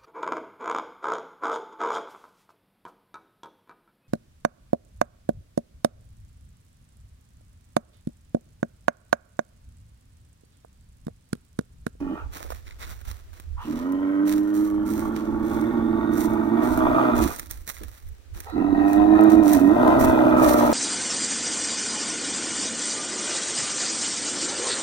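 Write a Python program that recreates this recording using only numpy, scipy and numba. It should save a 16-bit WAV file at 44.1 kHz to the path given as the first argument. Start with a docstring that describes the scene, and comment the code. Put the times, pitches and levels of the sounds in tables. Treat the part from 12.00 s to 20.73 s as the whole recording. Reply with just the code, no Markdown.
"""A bull bellows three times behind a paddock fence while someone with a phone walks up through dry leaves.
The first bellow is just ending. The other two start as a rush of air and a low hum, then break into a
rasping roar as the mouth opens; the last dips in pitch midway. His vocal folds chop the air into pulses
that ring in his chest, throat, mouth and nose. Leaves crunch, twigs snap, heels knock, and a breeze
buffets the phone's two microphone ports (left and right) over the hush of far trees."""
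import sys
import numpy as np
from scipy import signal
from scipy.fft import rfft, irfft
from scipy.io import wavfile
from scipy.ndimage import uniform_filter1d, map_coordinates
from numba import njit

SR = 44100
rng = np.random.default_rng(int(sys.argv[2]) if len(sys.argv) > 2 else 0)


def bounce(signal):
    """Save signal as a 16-bit WAV file at the path given by the first command-line argument."""
    frames = np.transpose(np.atleast_2d(signal))
    limited = np.clip(frames, -1, 1)
    pcm = np.round(limited * 32767).astype(np.int16)
    wavfile.write(sys.argv[1], SR, pcm)


N = 384993
TIME = np.arange(N) / SR


# How fast the vocal folds beat: t/s, f/Hz
VOICE_PITCH = [(0, 94.58), (.15, 87.47), (1.62, 76), (1.75, 79.11), (1.87, 91.47), (2.35, 102.3),
               (2.76, 103.6), (3.2, 110), (3.7, 114.5), (4.0, 111.5), (4.48, 110), (4.72, 125.5),
               (4.98, 131.5), (5.3, 108.7), (6.48, 76.27), (6.56, 88), (6.63, 95.44), (6.92, 100),
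               (7.13, 105.8), (7.41, 106.9), (7.46, 98.15), (7.53, 103.2), (7.58, 85.7), (7.71, 104.2),
               (7.75, 119), (7.93, 129.5), (8.08, 129.5), (8.3, 124.9), (8.43, 125.5), (8.73, 117)]
# How far the mouth is open: t/s, opening/0-1
MOUTH_OPENING = [(0, 0.04), (.2, 0), (1.7, 0), (2.05, 0.26), (2.85, 0.01), (3.75, 0.26), (4.5, 0.34),
                 (4.98, 0.88), (5.22, 0.58), (5.35, 0), (6.5, 0.3), (7.0, 0.78), (7.65, 0.72), (7.9, 1),
                 (8.3, 1), (8.73, 0.89)]
def bull(mouth_shut_db=-47, mouth_opens_db=24.5, rasp_opens_db=19.5, waver_db=1.14):
    """The folds drive a deep hum, plus a mouth tone and a rasp that grow as the mouth opens."""
    (pitch_hz,), (opening,) = curves(VOICE_PITCH), curves(MOUTH_OPENING)
    voiced, blowing, rush, rough, rasp_db, nasal_db = effort()
    facing = np.interp(TIME, [2.6, 4.7], [.42, 1.0])  # the phone swings round to him
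    pulses, alternation, rattle = larynx(pitch_hz, rough)
    mouth_tone = mouth(pulses, rattle, rough, opening, facing)
    rasp_tone = rasp(pulses, rattle, rough, opening, nasal_db, facing)
    hum_tone = hum(pulses, alternation, rattle, rough, pitch_hz, facing)
    hum_gain = voiced * hum_strength() * undb(waver_db * wander(16))
    mouth_gain = blowing * undb(mouth_shut_db + mouth_opens_db * opening) + (0.16 + 2.1 * opening) * rush
    rasp_gain = blowing * undb(rasp_db + rasp_opens_db * opening) + rush
    upper_voice = mouth_gain * mouth_tone + rasp_gain * rasp_tone
    return hum_gain * hum_tone + upper_voice * undb(waver_db * wander(11))


# One row a bellow: start/s, break into a roar/s, end/s, roughness of the hum/0-1, opening rush of air/dB,
# shut-mouth rasp in the hum/dB, shut-mouth rasp in the roar/dB, boost of the nose's ring in the hum/dB
BELLOW_PLAN = [(-.3, 0.19, .13, 0.37, -65, -47.5, -44, 0.5),
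               (1.636, 2.822, 5.26, 0.19, -47.5, -49, -44.5, 2),
               (6.52, 7.73, 8.8, 0.31, -49, -50, -46.5, 6.5)]
def effort(attack_s=.052, release_s=0.024, roar_rough=0.551, break_s=.06, catch_rough=0.46, catch_s=.15):
    """Air rushes, the folds sputter and catch, the hum breaks into a roar, and the air runs out."""
    rows = np.array(BELLOW_PLAN)
    current = np.searchsorted((rows[:-1, 2] + rows[1:, 0]) / 2, TIME)  # the nearest bellow
    start, breaks, end, hum_rough, rush_db, hum_rasp_db, roar_rasp_db, nasal_db = rows[current].T
    voiced = envelope(start, attack_s, end, release_s)
    # air flows after the folds stop, and rushes before they catch
    blowing = envelope(start, attack_s, end + 0.057, release_s=0.048)
    rush = undb(rush_db) * envelope(start - 0.0635, 0.0089, start - .01, release_s)
    roaring = (1 + np.tanh((TIME - breaks) / break_s)) / 2
    rasp_db = hum_rasp_db + (roar_rasp_db - hum_rasp_db) * roaring
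    sputter = (catch_rough - hum_rough) * swell(start, catch_s)
    rough = hum_rough + (roar_rough - hum_rough) * roaring + sputter + .4 * (1 - voiced)
    return voiced, blowing, rush, np.clip(rough, 0, 1), rasp_db, nasal_db * (1 - roaring)


def larynx(pitch_hz, rough, jitter=0.0098, flap_scatter=.16, puff_sharpness=0.29, slap_share=0.45):
    """The voice box: its folds pulse, strong and weak in turn; loose tissue rattles at half their rate."""
    unsteady_hz = pitch_hz * (1 + jitter * (0.25 + 2 * rough) * wander(45))
    phase = 2 * np.pi * np.cumsum(unsteady_hz) / SR
    cycle = phase // (2 * np.pi)
    beats = np.diff(cycle, prepend=0)  # one click a cycle
    unevenness = (-1) ** cycle * (.7 + .5 * wander(9)) + .5 * wander(110)
    pulses = unit(beats * (1 + rough ** 2 * unevenness))
    alternation = unit(beats * (-1) ** cycle)
    flap = 2 * np.pi * np.cumsum(pitch_hz / 2 * np.exp(flap_scatter * wander(130))) / SR
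    slaps = unit(np.diff(flap // (2 * np.pi), prepend=0) * undb(2.7 * wander(90)))
    puffs = unit(rng.standard_normal(N) * np.exp(puff_sharpness * np.cos(flap) + 0.57 * np.cos(phase)))
    return pulses, alternation, unit(puffs + slap_share * slaps)


def hum(pulses, alternation, rattle, rough, pitch_hz, facing, rest_hz=314, follow=0.56, doubling_hz=115):
    """Throat and chest ring low; the deepest tones grow and stay clear in the roar."""
    # pushed to a high pitch, the folds' strong-weak beat adds a tone an octave down
    doubling = 0.37 * np.clip((pitch_hz - doubling_hz) / 12, 0, 1)
    deep_rattle = 0.77 * rough * rattle
    chest_flow = (0.68 + 0.4 * rough) * pulses + 1.45 * deep_rattle
    hum_flow = (1 - rough) * pulses + doubling * rough * alternation + (0.8 + 0.9 * rough) * deep_rattle
    clean = np.clip((.48 - rough) / .2, 0, 1)
    ring_hz = rest_hz + follow * clean * (3 * pitch_hz - rest_hz)  # leans towards three times the pitch
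    throat = cavity(hum_flow, facing, ring_hz, width_hz=49, db=4, pan_db=-12, lead_ms=0.44)
    chest = cavity(chest_flow * (0.44 + rough), facing, 140, width_hz=98, db=-17.5, pan_db=-8, lead_ms=0)
    neck = cavity(chest_flow, facing, 235, width_hz=50, db=-4, pan_db=-6, lead_ms=0.2)
    return even(throat + chest - neck, .06)


# How loud the hum is: t/s, level/dB
HUM_LOUDNESS = [(.1, -29), (1.65, -30.5), (1.71, -27.5), (1.8, -28.5), (2.199, -21), (2.72, -22),
                (2.951, -26.5), (3.5, -26), (3.7, -22.5), (4.95, -22.5), (5.25, -22.5), (6.52, -25),
                (6.56, -21), (6.902, -18), (7.0, -14.5), (7.22, -13), (7.38, -11.5), (7.57, -17.5),
                (7.68, -14.5), (7.77, -20), (8.25, -18), (8.73, -22)]
# Brief dips in the hum: t/s, half length/s, dip/dB
HUM_STUMBLES = [(1.80, .02, -3.5), (6.769, .008, -4), (6.904, .01, -7), (6.942, .02, -4),
                (7.186, 0.0091, -11), (7.309, .014, -7.5), (7.437, .015, -3.5)]
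def hum_strength(throb_hz=36, throb_depth=0.45):
    """The hum swells, stumbles for a few cycles at a time, and throbs as the last bellow gathers."""
    hum_db, = curves(HUM_LOUDNESS)
    stumble_db = sum(db * swell(s, half_s) for s, half_s, db in HUM_STUMBLES)
    throb = 1 + throb_depth * swell(6.73, half_s=.1) * np.sin(2 * np.pi * throb_hz * TIME)
    return throb * undb(hum_db + stumble_db)


# Where the mouth rings as jaw and neck stretch: t/s, f/Hz
MOUTH_RING = [(.1, 633), (1.6, 590), (3.2, 597), (4.5, 666), (5.0, 638), (6.5, 723), (7.25, 690.5),
              (7.9, 635), (8.7, 614)]
def mouth(pulses, rattle, rough, opening, facing):
    """The mouth rings, the back of the throat fades as it opens, and a rough roar spills between them."""
    ring_hz, = curves(MOUTH_RING)
    flow = (.85 - .3 * rough) * pulses + (.2 + 1.3 * rough) * rattle
    spill_flow = np.clip(rough - .4, 0, 1) * flow
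    back_flow = np.clip(1 - opening, .15, 1) * flow
    front = cavity(flow, facing, ring_hz, width_hz=145, db=0, pan_db=12, lead_ms=0.35)
    spill = cavity(spill_flow, facing, 530, width_hz=240, db=4.2, pan_db=-10.5, lead_ms=0.22)
    back = cavity(back_flow, facing, 414, width_hz=117, db=-4.5, pan_db=-8.5, lead_ms=0.22)
    return even(front + spill - back, 0.083)


# Six high rings (resonances) of throat and nose, low to high:
# width/Hz, relative level/dB, change with the mouth wide open/dB, left minus right/dB, left lead/ms
RASP_RINGS = [(229, 6.5, 3.5, 3, 0.18), (215, 6, 4, -2, 0.27), (117, 5, -4.5, -3, 0.028),
              (130, -4, -3, -8.5, .12), (240, -7, -.5, -4, 0.2), (300, -14.5, -1.5, 2.5, .25)]
# Where those rings lie as neck and tongue move: t/s, then six times f/Hz
RASP_PATHS = [(0.101, 865, 1170, 1377, 1810, 2520, 3020), (1.65, 970, 1144, 1257, 1880, 2200, 2980),
              (2.1, 1045, 1300, 1525, 1920, 2180, 3190), (2.7, 950, 1150, 1384, 1760, 2130, 3180),
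              (3.4, 877, 1084, 1427, 1780, 2220, 3500), (4.1, 910, 1164, 1438, 1880, 2140, 3680),
              (5.0, 946, 1200, 1420, 1890, 2400, 3453), (6.6, 950, 1255, 1390, 1915, 2660, 3980),
              (7.3, 965, 1263, 1379, 1823, 2510, 3850), (8.0, 925, 1236, 1490, 1957, 2620, 3540),
              (8.6, 890, 1213, 1397, 1830, 2350, 3460)]
def rasp(pulses, rattle, rough, opening, nasal_db, facing, flicker_db=1.22, drift=.009, hiss_db=-21):
    """Throat and nose ring high, each ring flickering and drifting, with a hiss of breath on top."""
    nose_ring, first_airy_ring = 3, 3  # counted from 0
    voiced_flow = (.9 - .7 * rough) * pulses + (.6 + rough) * rattle
    airy_flow = .4 * pulses + 1.1 * rattle
    rings = 0
    for k, (hz, (width_hz, db, opens_db, *place)) in enumerate(zip(curves(RASP_PATHS), RASP_RINGS)):
        db = db + opens_db * opening + nasal_db * (k == nose_ring) + flicker_db * wander(8)
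        flow = voiced_flow if k < first_airy_ring else airy_flow
        rings = rings + cavity(flow, facing, hz * (1 + drift * wander(10)), width_hz, db, *place)
    bright_noise = colour(rng.standard_normal((2, N)), LEAF_COLOUR)
    hiss = unit(cut(bright_noise, 3600, "high")) * undb([[-5], [0]])
    return even(rings, 0.23) + undb(hiss_db) * hiss


def cavity(flow, facing, hz, width_hz, db, pan_db, lead_ms):
    """One air space in the bull rings; facing scales how unequally it reaches the two ports."""
    return ports(undb(db) * steep_ring(flow, hz, width_hz), pan_db * facing, lead_ms)


# Wheezes as a bellow starts or ends: t/s, half length/s, level/dB, f/Hz, width/Hz
THROAT_WHEEZES = [(.13, .05, -60, 3080, 450), (.2, 0.032, -43.5, 1350, 150), (0.205, 0.032, -59, 2600, 500),
                  (1.583, .011, -42, 990, 190), (1.625, 0.018, -43, 980, 190),
                  (1.613, 0.028, -44, 1230, 300), (1.645, 0.046, -53.5, 2930, 620),
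                  (6.487, 0.023, -42, 760, 220), (6.522, .05, -57, 4100, 600)]
def wheezes():
    """Air whistles through the narrowed throat."""
    air = rng.standard_normal(N)
    whistle = sum(undb(db) * swell(s, half_s) * unit(steep_ring(air, hz, width_hz))
                  for s, half_s, db, hz, width_hz in THROAT_WHEEZES)
    return ports(whistle, pan_db=-1, lead_ms=0.1)


def echoes(voice, far_s=0.8, far_db=-20, near_s=0.16, near_db=-6):
    """Ground and fence rails scatter the upper voice at once; trunks and sheds add a thin, dull echo."""
    t = TIME[:SR]
    near = cut(rng.standard_normal((2, SR)), 658, "high", order=4) * undb(-60 * t / near_s)
    far = cut(rng.standard_normal((2, SR)), 2500, "low") * undb(-60 * t / far_s)
    # scaled so that a longer echo is no louder
    tail = near * undb(near_db) / np.sqrt(near_s) + far * undb(far_db) / np.sqrt(far_s)
    return signal.fftconvolve(voice, tail * np.sqrt(2 * np.log(1000) / SR), axes=1)[:, :N]


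# Steps in dry leaves: t/s, crunch level/dB, coming down/s, pressing/s, scuff above the crunch/dB
FOOTFALLS = [(0.311, -52, 0.029, 0.082, 1.5), (.48, -55.5, 0.013, 0.017, 2), (.65, -68.5, 0.014, 0.033, 6),
             (0.784, -53.5, 0.037, 0.016, 3.5), (.88, -53.5, 0.021, 0.016, 0.5),
             (1.03, -54.5, 0.055, 0.029, 0.5), (1.331, -65, 0.0065, 0.058, 3),
             (1.59, -59.5, 0.074, 0.16, 5), (2.246, -43.5, 0.045, 0.029, -2),
             (2.528, -51.5, 0.016, 0.12, -9.5), (2.848, -48.5, 0.026, 0.15, -8.5),
             (3.129, -54.5, 0.033, 0.014, 6.5), (3.42, -54.5, 0.027, 0.17, -5),
             (4.108, -43.5, 0.073, 0.049, -10), (4.61, -49.5, 0.019, 0.13, -3),
             (5.144, -41, 0.014, 0.13, -4.5), (5.32, -48, 0.012, 0.039, -9.5),
             (5.491, -48.5, 0.015, 0.016, -7.5), (5.661, -40.5, 0.015, 0.02, -12),
             (5.78, -61, 0.03, 0.013, 6.5), (5.91, -58.5, 0.029, 0.028, -2),
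             (6.336, -56, 0.01, 0.087, -0.5), (6.85, -53, 0.047, 0.046, -4),
             (7.29, -47.5, 0.011, 0.016, -1), (7.415, -38.5, 0.087, 0.049, -6.5),
             (7.981, -36, 0.034, 0.011, -10), (8.36, -37, 0.078, 0.1, -7), (8.548, -44.5, 0.043, 0.2, 0.5)]
def footsteps(apart=0.87, crackle_db=2.0, rustle_db=-71, release_s=0.035, settle_db=-11.5, settle_s=0.19):
    """The sole scuffs the soil; dry leaves break in tiny cracks, then settle."""
    crunch_power = (undb(rustle_db) * envelope(1.9, 0.21, 5.9, 0.12)) ** 2  # leaves stir between steps
    scuff_power = 0
    for s, db, down_s, press_s, scuff_db in FOOTFALLS:
        lifts = s + down_s + press_s
        load = envelope(s, down_s, lifts, release_s)
        load += undb(settle_db) * envelope(s, down_s, lifts, settle_s)
        crunch_power += (undb(db) * load) ** 2
        scuff_power += (undb(db + scuff_db) * load) ** 2
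    # part of the sound scatters differently to each port
    shared, left, right = (unit(clicks(1500, spread_db=4.5)) + .5 * rng.standard_normal(N)
                           for _ in range(3))
    cracks = ports(shared, pan_db=0, lead_ms=-0.5236) + apart * np.array([left, right])
    crunch = even(leafy(cracks), 0.13) * np.sqrt(crunch_power)
    scuff = even(earthy(cracks) * undb([[-3], [0]]), 0.19) * np.sqrt(scuff_power)
    return (crunch + scuff) * undb(crackle_db * wander(60))


# The bright tone of dry leaves, also used for the bull's hiss: f/Hz, level/dB
LEAF_COLOUR = [(300, -16.5), (1000, -17.5), (2000, -2), (3000, -20.5), (4000, -4.5), (5000, -9), (6200, 2),
               (7300, -8), (8700, 2), (10500, -3.5), (13000, 2), (16000, 0)]
def leafy(cracks):
    """Make cracks sound like dry leaves; the right port, facing the feet, gets most of the treble."""
    crunch = colour(cracks, LEAF_COLOUR)
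    dull = cut(crunch, 3700, "low", order=1)
    return dull * undb([[-5], [0]]) + (crunch - dull) * undb([[-12], [-1]])


# The dull tone of a sole on bare soil: f/Hz, level/dB
SOIL_COLOUR = [(100, -5), (300, -2.5), (520, -6.5), (750, -2.5), (1300, -1), (2000, -8.5), (3500, -11.5),
               (6000, -18), (16000, -46.5)]
def earthy(cracks):
    """Soil muffles cracks into scuffs and knocks."""
    return colour(cracks, SOIL_COLOUR)


# Twigs and stiff leaves that snap: t/s, relative level/dB, knock above the snap/dB
TWIG_SNAPS = [(0.504, -31, 9), (0.522, -33, 8), (1.014, -41, 10), (1.332, -45, 11), (1.3995, -28.5, 6.5),
              (1.922, -33, -1), (3.612, -29.5, -18), (4.335, -32, -1), (4.775, -23.5, -8),
              (5.3616, -21, -16), (5.3885, -25, 4), (5.3963, -13, 0.5), (5.43, -32.5, 9), (5.46, -32, -10),
              (5.5107, -15, -10), (5.835, -28, 9), (6.088, -40, -8), (6.4035, -23.5, -0.5),
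              (6.932, -23.5, 6.5), (7.209, -29, -2), (7.236, -26, -4), (7.533, -11.5, -10),
              (7.878, -23.5, 14)]
def twigs(ring_s=0.0031, tail_s=0.0087, tail_db=-19, gain_db=4):
    """Each snap is a sharp crack with a short rustle after it, over a dull knock of the sole."""
    t = TIME[:2048]
    cracks, knocks = np.zeros((2, N + len(t)))
    fade = np.exp(-t / ring_s) + undb(tail_db) * np.exp(-t / tail_s)
    for s, db, knock_db in TWIG_SNAPS:
        crack = rng.standard_normal(len(t)) * fade
        crack *= undb(db) / np.abs(crack).max()
        span = slice(int(s * SR), int(s * SR) + len(t))
        cracks[span] += crack
        knocks[span] += undb(knock_db) * crack
    snaps = leafy(ports(cracks[:N], pan_db=0, lead_ms=-0.572))
    thuds = ports(earthy(knocks[:N]), pan_db=-2.5, lead_ms=-0.5)
    return (snaps + thuds) * undb(gain_db)


# Curled leaves crushed under the sole: t/s, level/dB, length/s
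CRUSHED_LEAVES = [(0.667, -52.5, 0.018), (0.707, -51.5, .014), (0.796, -52, .012), (0.816, -44, 0.028),
                  (.905, -55, .025), (5.677, -44.5, 0.032), (5.763, -52, 0.023)]
# How a curled leaf rings: f/Hz, width/Hz, relative level/dB
LEAF_RINGS = [(1210, 640, 0), (1980, 340, 1), (3770, 600, -7)]
def crumples(per_s=900):
    """A curled leaf gives way in a quick run of cracks that ring its stiff shell."""
    cracks = clicks(per_s, spread_db=0.5)
    shell = sum(undb(db) * ring(cracks, hz, width_hz) for hz, width_hz, db in LEAF_RINGS)
    load = sum(undb(db) * envelope(s, .003, s + length_s, 0.0075) for s, db, length_s in CRUSHED_LEAVES)
    return even(ports(shell, pan_db=-2.8, lead_ms=-0.553), 0.039) * load


# Heel strikes: t/s, level/dB, f/Hz, fade time/s
HEEL_KNOCKS = [(.36, -41, 450, .014), (.405, -35, 560, 0.011), (.449, -38.5, 480, 0.016),
               (.504, -29, 600, 0.0041), (0.521, -25, 560, 0.0037), (5.808, -41.5, 307, .035),
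               (6.362, -44.5, 290, 0.027)]
def heels(width_share=0.99):
    """Each heel gives a short, hollow knock on firm ground."""
    knocks, t = np.zeros(N), TIME[:8192]
    for s, db, hz, fade_s in HEEL_KNOCKS:
        hollow = unit(steep_ring(rng.standard_normal(len(t)), hz, width_share * hz))
        knocks[int(s * SR):int(s * SR) + len(t)] += undb(db) * hollow * np.exp(-t / fade_s)
    return ports(knocks, pan_db=-5.5, lead_ms=-0.6)


# Strength of the steady breeze: t/s, relative level/dB
BREEZE_STRENGTH = [(0, -37), (1.6, -44), (2.1, -50), (3.1, -38), (6.2, -41), (7.0, -35.5), (8.73, -39)]
# Single gusts: t/s, relative level/dB, half length/s
BREEZE_GUSTS = [(1.102, -33.5, 0.036), (1.563, -36, 0.11), (4.806, -31, 0.071), (5.24, -28, 0.056),
                (8.01, -31, 0.093), (8.51, -34, 0.07)]
# The deep rumble of wind on a microphone: f/Hz, level/dB
WIND_COLOUR = [(8.8, -37), (15, 0.5), (38, -3.5), (59, 3), (83, 1.5), (119, -17.5), (139, -26), (250, -33),
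               (320, -65.5), (550, -120)]
def breeze(shared=0.21, flutter_db=4, gain_db=-3):
    """Swirls of air thump on each port, mostly the right one; gusts swell out of the steady breeze."""
    breeze_db, = curves(BREEZE_STRENGTH)
    strength = undb(breeze_db) + sum(undb(db) * swell(s, half_s) for s, db, half_s in BREEZE_GUSTS)
    flutter = undb(flutter_db * wander(12))
    swirls = colour(rng.standard_normal((2, N)) + shared * rng.standard_normal(N), WIND_COLOUR) * flutter
    return even(swirls * undb([[-7], [0]]), 0.33) * strength * undb(gain_db)


# The soft tone of far trees: f/Hz, level/dB
HUSH_COLOUR = [(88, -16), (150, -12.5), (190, -6.5), (414, -2.5), (1040, -16), (1210, -11.5), (7620, -20.5),
               (13700, -30.5), (16000, -25)]
def countryside(level_db=-62):
    """A faint, nearly steady hush of far trees."""
    return unit(colour(rng.standard_normal((2, N)), HUSH_COLOUR)) * undb(level_db + wander(3.2))


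def undb(db):
    """Turn decibels into a factor to multiply by."""
    return 10 ** (np.asarray(db) / 20)


def curves(table):
    """The columns of a table, joined by straight lines in time."""
    s, *columns = np.transpose(table)
    return [np.interp(TIME, s, column) for column in columns]


def envelope(start, attack_s, end, release_s):
    """Rise from the start, hold until the end, then die away."""
    return np.clip((TIME - start) / attack_s, 0, 1) * np.exp(-np.maximum(TIME - end, 0) / release_s)


def swell(s, half_s):
    """A smooth rise and fall around a moment."""
    return np.exp(-((TIME - s) / half_s) ** 2)


def wander(per_s):
    """A smooth random curve of typical size 1 that changes per_s times a second."""
    coarse = TIME[::24]
    path = map_coordinates(rng.standard_normal(8192), [coarse * per_s], order=2, mode="wrap")
    return np.interp(TIME, coarse, unit(path))


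def clicks(per_s, spread_db):
    """Randomly timed clicks of unequal size and either sign."""
    hits = (rng.random(N) < per_s / SR) * rng.standard_normal(N)
    return hits * undb(spread_db * np.minimum(rng.exponential(size=N), 4))


def unit(x):
    """Scale a sound to an average power of 1."""
    return x / np.sqrt(np.mean(x ** 2) + 1e-18)


def even(x, span_s):
    """Hold the power of a stereo sound near 1 over the given span."""
    power = uniform_filter1d(np.mean(x, axis=0) ** 2, max(int(span_s * SR), 8))
    return x / np.sqrt(np.abs(power) + 1e-12)


def colour(x, points):
    """Shape the tone of a sound by rows of f/Hz, level/dB."""
    hz, db = np.transpose(points)
    f = np.maximum(np.fft.rfftfreq(N, 1 / SR), 1)
    return irfft(rfft(x) * undb(np.interp(np.log(f), np.log(hz), db)), N)


def cut(x, hz, keep, order=2):
    """Keep the "low" or the "high" side of a frequency."""
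    return signal.sosfilt(signal.butter(order, hz, keep, fs=SR, output="sos"), x)


@njit
def band_pass(x, hz, width_hz):
    """A state-variable filter: it keeps a band of frequencies whose centre may move."""
    out, band_state, low_state = np.empty(len(x)), 0., 0.
    for i in range(len(x)):
        step, damping = np.pi * hz[i] / SR, width_hz / hz[i]
        band = (band_state + step * (x[i] - low_state)) / (1 + step * (step + damping))
        band_state = 2 * band - band_state
        low_state += 2 * step * band
        out[i] = damping * band
    return out


def ring(x, hz, width_hz):
    """Let a sound ring around one steady or moving frequency."""
    return band_pass(x, hz * np.ones(len(x)), float(width_hz))


def steep_ring(x, hz, width_hz):
    """Ring twice over, so that less leaks through on either side."""
    return ring(ring(x, hz, width_hz), hz, width_hz)


def ports(x, pan_db, lead_ms):
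    """A sound at the two microphone ports: louder and earlier on the left for positive values."""
    delay = np.exp(-2j * np.pi * np.fft.rfftfreq(N, 1 / SR) * lead_ms / 1000)
    return np.array([x * undb(pan_db / 2), irfft(rfft(x) * delay, N) * undb(-pan_db / 2)])


def scene():
    """The bull and his echo, the walker's feet, and the air around them."""
    voice = bull() + wheezes()
    return voice + echoes(voice) + footsteps() + twigs() + crumples() + heels() + breeze() + countryside()


def record(dry, fade_in_s=.005, top_hz=15900):
    """The sound starts with a very short fade-in, and the highest treble is cut."""
    treble_cut = signal.ellip(10, .2, 80, top_hz, fs=SR, output="sos")
    return signal.sosfilt(treble_cut, dry * np.minimum(TIME / fade_in_s, 1))


dry = scene()
out = record(dry)
bounce(out)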